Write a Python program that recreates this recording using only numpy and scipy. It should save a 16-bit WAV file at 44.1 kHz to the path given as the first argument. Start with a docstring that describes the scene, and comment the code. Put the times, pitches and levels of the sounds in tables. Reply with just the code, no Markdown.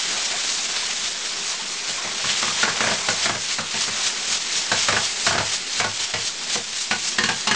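"""Water pours from a flume onto a turning wooden wheel. From the start a bright spray hisses over a
duller churn and a low gurgle, swelling as the buckets pass, and a few big bubbles plop.
From about 2 s wooden mill stamps drop and chatter behind the wall, booming in the frame: three stamps
take over from one another while the water runs on to the end.
All is heard through a mono camera microphone with little bass and a soft treble edge."""
import sys
import numpy as np
from scipy import signal
from scipy.fft import rfft, irfft, next_fast_len
from scipy.io import wavfile
from scipy.ndimage import uniform_filter1d, map_coordinates

SR = 44100
rng = np.random.default_rng(int(sys.argv[2]) if len(sys.argv) > 2 else 0)


def wav_out(sig):
    """Save sig, one row per channel (or a flat mono array), as 16-bit PCM at SR to the path in sys.argv[1]."""
    wavfile.write(sys.argv[1], SR, np.round(np.clip(np.atleast_2d(sig).T, -1, 1) * 32767).astype(np.int16))


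N = 332955


def amp(db):
    """Gain of a level in dB."""
    return 10 ** (np.asarray(db) / 20)


def unit(x):
    """x at rms 1."""
    return x / np.sqrt(np.mean(x ** 2) + 1e-20)


def along(points, hz):
    """Read a curve of (Hz, value) points on a log frequency axis."""
    f, v = np.transpose(points)
    return np.interp(np.log(hz + 1), np.log(f + 1), v)


def filtered(x, response):
    """x through an EQ whose gain is a function of frequency."""
    m = next_fast_len(len(x) + 8192)
    return irfft(rfft(x, m) * response(np.fft.rfftfreq(m, 1 / SR)), m)[:len(x)]


def coloured(x, spectrum):
    """x shaped by (Hz, dB) points, at rms 1."""
    return unit(filtered(x, lambda hz: amp(along(spectrum, hz))))


def wobble(rate):
    """A smooth random curve, rate knots a second."""
    return map_coordinates(rng.standard_normal(int(N * rate / SR) + 4), [np.arange(N) * rate / SR])


def patchy(depth_db):
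    """White noise with patches of random gain across time and frequency."""
    z = signal.stft(rng.standard_normal(N), nperseg=512)[2]
    field = uniform_filter1d(rng.standard_normal(z.shape), size=6, axis=0)
    field = uniform_filter1d(field, size=8, axis=1)
    return signal.istft(z * amp(depth_db * unit(field)), nperseg=512)[1][:N]


def drops(count, hz, cycles, spread_db, rise):
    """Damped sines at random times, scattered around hz; a bubble's pitch rises as it dies."""
    starts = (rng.random((count, 1)) * N).astype(int)
    scatter = np.clip(rng.standard_normal((count, 2)), -2.5, 2.5)
    k = np.arange(400)
    turns = np.clip(hz * np.exp(0.338 * scatter[:, :1]), 300, 9000) * k / SR
    envelope = (1 - np.exp(-2 * turns)) * np.exp(-turns / cycles) * (1 - k / 400)
    tone = np.sin(2 * np.pi * turns * (1 + rise * turns / cycles))
    pings = amp(spread_db * scatter[:, 1:]) * envelope * tone
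    return unit(np.bincount((starts + k).ravel(), pings.ravel(), N + 400)[:N])


# The water bed between swells. Each row: time in seconds, spray fader in dB, churn fader in dB.
WATER_FADERS = [(0, -27.5, -32.5), (.6, -28.5, -34.5), (1.0, -29, -36), (1.2, -31, -37), (1.7, -31, -35.5),
                (2.15, -30.5, -34.5), (2.3, -27.5, -36), (2.9, -29, -29), (3.3, -31.5, -37.5),
                (3.62, -32.5, -38.5), (3.95, -28, -34), (4.4, -30.5, -38), (4.9, -28, -35),
                (5.4, -31, -36.5), (5.7, -31.5, -39.5), (6.4, -33, -40), (7.0, -32, -40),
                (7.55, -32, -37.5)]


def water():
    """The pour on the wheel: spray and churn ride the swells and share one fast flutter."""
    times, *faders = np.transpose(WATER_FADERS)
    spray_db, churn_db = [np.interp(np.arange(N) / SR, times, fader) for fader in faders]
    fine_db, coarse_db = spray_db + hiss_swells()
    coarse_db -= 4  # the coarse spray sits under the fine
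    flutter_db = 0.15 * wobble(25) + 0.96 * wobble(90)
    surge_db = 0.33 * (coarse_db - spray_db) + 0.54 * flutter_db
    return amp(flutter_db) * spray(fine_db, coarse_db) + churn(churn_db + surge_db) + gurgle(churn_db)


# The bright hiss of the spray. Each row: frequency in Hz, level in dB.
SPRAY_EQ = [(900, -18), (1800, -7), (2500, -4.5), (3500, -0.5), (5000, 0.5), (7000, 0), (11000, -10.5)]


def spray(fine_db, coarse_db):
    """Hiss with splatter and spit on it, split at 3800 Hz into coarse spray below and fine above."""
    splatter = drops(count=9000, hz=5800, cycles=1.5, spread_db=3.8, rise=.1)
    spit = drops(count=1500, hz=8500, cycles=3, spread_db=5, rise=.05)
    hiss = coloured(patchy(depth_db=1.1), SPRAY_EQ)
    full = hiss + amp(-7.5) * splatter + amp(-16) * spit
    coarse = filtered(full, lambda hz: 1 / (1 + (hz / 3800) ** 6))
    return amp(fine_db) * unit(full - coarse) + amp(coarse_db) * unit(coarse)


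# The midrange body of the churn. Each row: frequency in Hz, level in dB.
CHURN_EQ = [(250, -24), (400, -6), (550, -4), (700, -1.5), (1000, -1), (2500, -1), (3300, -16.5),
            (5500, -120)]


def churn(level_db):
    """Churning water: a dull, wavering wash with small bubbles in it."""
    bubbles = drops(count=900, hz=1200, cycles=4, spread_db=4.5, rise=.15)
    gain = amp(level_db + 0.77 * wobble(6.3))
    wash = coloured(patchy(depth_db=1.5), CHURN_EQ)
    return gain * (wash + amp(-13.5) * bubbles)


# The hollow low end of the gurgle. Each row: frequency in Hz, level in dB.
GURGLE_EQ = [(20, -8), (60, -20), (120, -26.5), (170, -4), (225, -3.5), (290, -8.5), (400, -3),
             (500, -11.5), (900, -99)]


def gurgle(churn_db):
    """The hollow under the wheel: lumpy low noise that follows about half of the churn's slow swings."""
    level_db = -48.5 + 0.49 * (churn_db - churn_db.mean())
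    lumps_db = 1.8 * wobble(10)
    return amp(level_db + lumps_db) * coloured(rng.standard_normal(N), GURGLE_EQ)


# Swells of bright hiss: mostly passing buckets, one (3.1 s) with the crack of a stamp blow.
# Each row: time in seconds, fine spray swell in dB, coarse spray swell in dB, release in seconds.
HISS_SWELLS = [(.13, 0, 0.5, 0.015), (.245, 3, 1, 0.027), (.495, 3.5, 0.5, 0.11), (0.802, 1.5, 2, 0.1),
               (1.07, 2.5, 3, 0.025), (1.27, 2.5, 1, 0.07), (1.505, 7, 2, 0.025), (1.74, 2, -2, 0.022),
               (1.891, 3.5, 4.5, 0.054), (2.31, 1, 7.5, 0.048), (2.475, 3.5, 2, 0.036),
               (2.625, 6, 7, 0.022), (2.815, -0.5, 0.5, 0.033), (2.94, 5, 3.5, .03), (3.10, 4.5, -1, 0.059),
               (3.255, 8, 11, 0.026), (3.42, 3, -0.5, 0.019), (3.527, 8, 9, 0.046), (3.823, 7, 6.5, 0.033),
               (4.08, 7, 5, 0.026), (4.336, 8, 6, 0.032), (4.585, 8.5, 7, 0.028), (4.802, 5.5, 7, 0.07),
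               (5.052, 5, 3, 0.047), (5.28, 8, 2.5, 0.033), (5.547, 9, 7, 0.027), (5.798, 9, 7.5, 0.012),
               (6.035, 6.5, 6.5, .04), (6.283, 7.5, 5.5, 0.021), (6.553, 10, 9.5, 0.024),
               (6.815, 8.5, 4.5, 0.031), (7.082, 8, 4, 0.037), (7.31, 0, 0, .03), (7.42, 4, 2, 0.023)]
ATTACK_S, ROUNDNESS = 0.064, 1.09  # the swell's rise and shape: 1 is pointed, 2 is round
HOLLOW_DB, HOLLOW_S = -1, 0.071  # a thin moment after each swell
LEAD_S = 0.0096  # the coarse spray peaks first, so each swell sweeps upward


def hiss_swells():
    """Fine and coarse spray build, drop and thin out, mostly as a rim cuts the water. Two dB curves."""
    hop = 32
    peak_s, fine_db, coarse_db, release_s = np.transpose(HISS_SWELLS)[..., None]
    t = np.arange(0, N, hop) / SR - peak_s
    swell = lambda t: np.exp(-(np.abs(t) / np.where(t < 0, ATTACK_S, release_s)) ** ROUNDNESS)
    hollow_db = HOLLOW_DB * np.exp(-2 * ((t - release_s) / HOLLOW_S - 1) ** 2)
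    layers = [fine_db * swell(t) + hollow_db, coarse_db * swell(t + LEAD_S) + hollow_db]
    return np.repeat(np.sum(layers, axis=1), hop, axis=1)[:, :N]


# The big bubbles. Each row: start in seconds, level in dB, starting pitch in Hz.
BIG_BUBBLES = [(.338, -19, 695), (.59, -24, 750), (.825, -21, 970), (1.535, -20, 1000), (1.595, -21, 860),
               (1.875, -31, 1030), (1.98, -19, 1040), (2.069, -22, 1020), (6.02, -17, 2270),
               (6.289, -24, 1350)]


def plops():
    """Single large bubbles ring with a soft attack and a rising pitch."""
    out, t = np.zeros(N + SR), np.arange(SR // 10) / SR
    for start, db, hz in BIG_BUBBLES:
        envelope = amp(db - 60 * t / 0.055) * (1 - np.exp(-t / 0.0078))
        out[round(start * SR):][:len(t)] += envelope * np.sin(2 * np.pi * hz * t * (1 + 1.4 * t))
    return out[:N]


# Stamp blows and their bounces. Each row: start in seconds, level in dB, ring of the struck timber in Hz,
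# then boom, beam and crack in dB against the timber band, and which stamp falls.
STAMP_BLOWS = [(1.8887, -39.5, 1430, -10, 1, 11, "a"), (2.0485, -36, 2130, -8, -4, -4, "a"),
               (2.2414, -29, 1230, -10.5, -8, -8, "a"), (2.2881, -31, 1750, -26, -18, 4, "a"),
               (2.318, -39, 1850, -26, -26, -10, "a"), (2.4258, -25, 1190, -19, -10, -8.5, "a"),
               (2.4792, -28.5, 1240, -14, -11, -11, "a"), (2.6295, -21, 1460, -24, -9, -5, "a"),
               (2.6758, -25, 1186, -17, -14, -24, "a"), (2.805, -22.5, 1356, -21, -8.5, -6, "a"),
               (2.837, -26, 1460, -9.5, -5, -11.5, "a"), (2.8692, -24, 2120, -33, -3, -9.5, "a"),
               (2.9098, -26.5, 1630, -10, -1.5, -25, "a"), (2.9388, -39, 1530, -18, -3, 7, "a"),
               (3.0848, -22, 1534, -11.5, -6, -4, "a"), (3.1194, -42, 1540, 1, -1, -4, "a"),
               (3.255, -22.5, 1435, -22, -5, -6, "a"), (3.2939, -24.5, 1610, -10.5, -2, -11, "a"),
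               (3.3493, -29.5, 2090, -13, -3, -4.5, "a"), (3.584, -25.5, 1310, -13, -5, -6, "a"),
               (3.7416, -30, 2190, -10, -5, -1, "a"), (3.8784, -30.5, 1980, -9, -11, -11, "a"),
               (4.2989, -33.5, 1370, -12, -17, 1, "b"), (4.7155, -20, 1570, -13, -1, -4, "b"),
               (4.8843, -20, 1260, -10, -4, -5.5, "b"), (4.9237, -22.5, 1530, -11, 0.5, -5, "b"),
               (4.9646, -20, 1660, -15, -8.5, -9.5, "b"), (5.265, -19, 2080, -15, -7, -6, "b"),
               (5.3063, -25.5, 1440, -9, 1, -4, "b"), (5.3266, -24.5, 1340, -11, -5, -9, "b"),
               (5.3494, -26.5, 1630, -7, 1, -11, "b"), (5.3794, -22, 1320, -6, -7, -4, "b"),
               (5.4046, -28.5, 1380, -11, 4, -11, "b"), (5.798, -22, 2250, -10, -3, -7, "b"),
               (5.8427, -24, 1506, -8.5, -2, -4, "b"), (6.1372, -24, 2005, -8, -3, -2.5, "b"),
               (6.5542, -29, 1550, -14, -2.5, -8, "c"), (6.9099, -20.5, 1440, -21, -5, -3, "c"),
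               (7.183, -21, 1800, -22, -8, -0.5, "c"), (7.2363, -20, 1740, -18, -16, 0, "c"),
               (7.2882, -21.5, 1706, -20, -12, -4.5, "c"), (7.4709, -20.5, 1460, -30, -9.5, 2, "c"),
               (7.5108, -19, 1574, -19, -12, -4.5, "c"), (7.5444, -25, 1590, -24, -12, -4, "c")]
# Each stamp shakes the frame its own way. Each entry: beam ring in Hz, plank EQ in dB, post EQ in dB.
STAMP_VOICES = {"a": (650, -2.4, -1.2), "b": (663, -7, -4), "c": (777, 0.5, -2)}
# The EQ bands of a blow, in Hz: boom, plank, beam, post, timber, crack.
BLOW_BANDS_HZ = [95, 230, 680, 1100, 1550, 3000]
FIRM_DB, PLANK_DB_PER_DB = -27.5, 0.42  # a usual blow; softer ones gain plank and sound duller


def stamps():
    """Wooden stamps drop and bounce: each blow rings the frame and sets off a rattle."""
    out, t = np.zeros(N + SR), np.arange(SR // 3) / SR
    for start, db, timber_hz, boom_db, beam_db, crack_db, stamp in STAMP_BLOWS:
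        beam_hz, plank_db, post_db = STAMP_VOICES[stamp]
        plank_db += PLANK_DB_PER_DB * (FIRM_DB - db)
        blow_eq = list(zip(BLOW_BANDS_HZ, [boom_db, plank_db, beam_db, post_db, 0, crack_db]))
        blow = frame_ring(t, timber_hz, beam_hz, blow_eq) + rattle(t, blow_eq)
        out[round(start * SR):][:len(t)] += amp(db) * blow
    return out[:N]


# The resonances of the mill frame. Each row: pitch in Hz, level in dB, seconds to fade by 60 dB.
FRAME_MODES = [(77, 3.5, 0.11), (99.7, -0.5, 0.33), (139.3, -2, 0.26), (164, 2.5, 0.12),
               (215.6, 2.5, 0.098), (378, -6, 0.13), (481.5, -3.5, 0.13), (911.5, -2.5, 0.15),
               (1106, 5, 0.029), (1347, -10, 0.045), (1450, -38, 0.051), (1636, -8.5, 0.075),
               (2220, -0.5, .045), (2845, 3.5, 0.047), (3157, 0, 0.039), (3600, -1, 0.03), (4100, 3, 0.03),
               (4500, -15, .04)]


def frame_ring(t, timber_hz, beam_hz, blow_eq):
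    """A short chatter of contacts rings the frame's upper modes; the low ones boom just once."""
    struck = [(timber_hz, 3, .065), (beam_hz * (1 + .035 * rng.standard_normal()), 5, .085)]
    # joined timbers split every mode into a close, beating trio
    hz, db, t60 = np.repeat(FRAME_MODES + struck, 3, axis=0).T[..., None]
    hz = hz * (np.resize([.96, 1, 1.035], hz.shape) + rng.normal(0, .015, hz.shape))
    db = db + along(blow_eq, hz) + rng.normal(0, 1.8, hz.shape)
    attack = 1 - np.exp(-t * hz / 1.44)  # heavy timbers take a cycle or so to start swinging
    modes = amp(db - 60 * t / t60) * attack * np.sin(2 * np.pi * hz * t) / np.sqrt(3)
    early = t[:1200]
    chatter = rng.standard_normal(len(early)) ** 3 * amp(-60 * early / 0.084)
    chatter[0] = 0.57 * np.linalg.norm(chatter)  # a firm first contact
    upper = hz[:, 0] > 300
    clatter = signal.fftconvolve(modes[upper].sum(0), chatter / np.linalg.norm(chatter))[:len(t)]
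    return clatter + modes[~upper].sum(0)


# The noisy edge of a blow. Each row: frequency in Hz, level in dB.
RATTLE_EQ = [(60, -68), (300, -2), (1000, 0), (2500, -0.5), (5000, -2), (10000, -12)]


def rattle(t, blow_eq):
    """The noise of wood hitting wood: a quick crack over a slower dying rattle."""
    noise = filtered(rng.standard_normal(len(t)), lambda hz: amp(along(RATTLE_EQ, hz) + along(blow_eq, hz)))
    attack = 1 - np.exp(-t / .002)
    decay = amp(3.5 - 60 * t / 0.026) + amp(6 - 60 * t / 0.073)
    return attack * decay * unit(noise)


def yard(x, t60):
    """The walls and trees send back a short blurred tail."""
    t = np.arange(SR // 2) / SR
    tail = rng.standard_normal(len(t)) * amp(-60 * t / t60) * (t > .012)
    return signal.fftconvolve(x, tail / np.linalg.norm(tail))[:N]


def scene():
    """Dry water and stamps with a touch of yard, the same on both channels."""
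    knocks = stamps()
    mix = water() + plops() + knocks + amp(-5) * yard(knocks, t60=0.2)
    return np.tile(mix, (2, 1))


# The microphone's tone. Each row: frequency in Hz, gain in dB.
MIC_EQ = [(20, -5), (80, -0.5), (7000, 1), (8000, -1.5), (9000, -9), (9700, -22), (10300, -35.5)]
TOP_HZ, DC_OFFSET = 10290, -.0033


def record(dry):
    """The microphone's colour, nothing above the band limit; the converter sits slightly off zero."""
    response = lambda hz: amp(along(MIC_EQ, hz)) * (hz < TOP_HZ)
    return np.array([filtered(channel, response) for channel in dry]) + DC_OFFSET


dry = scene()
out = record(dry)
wav_out(out)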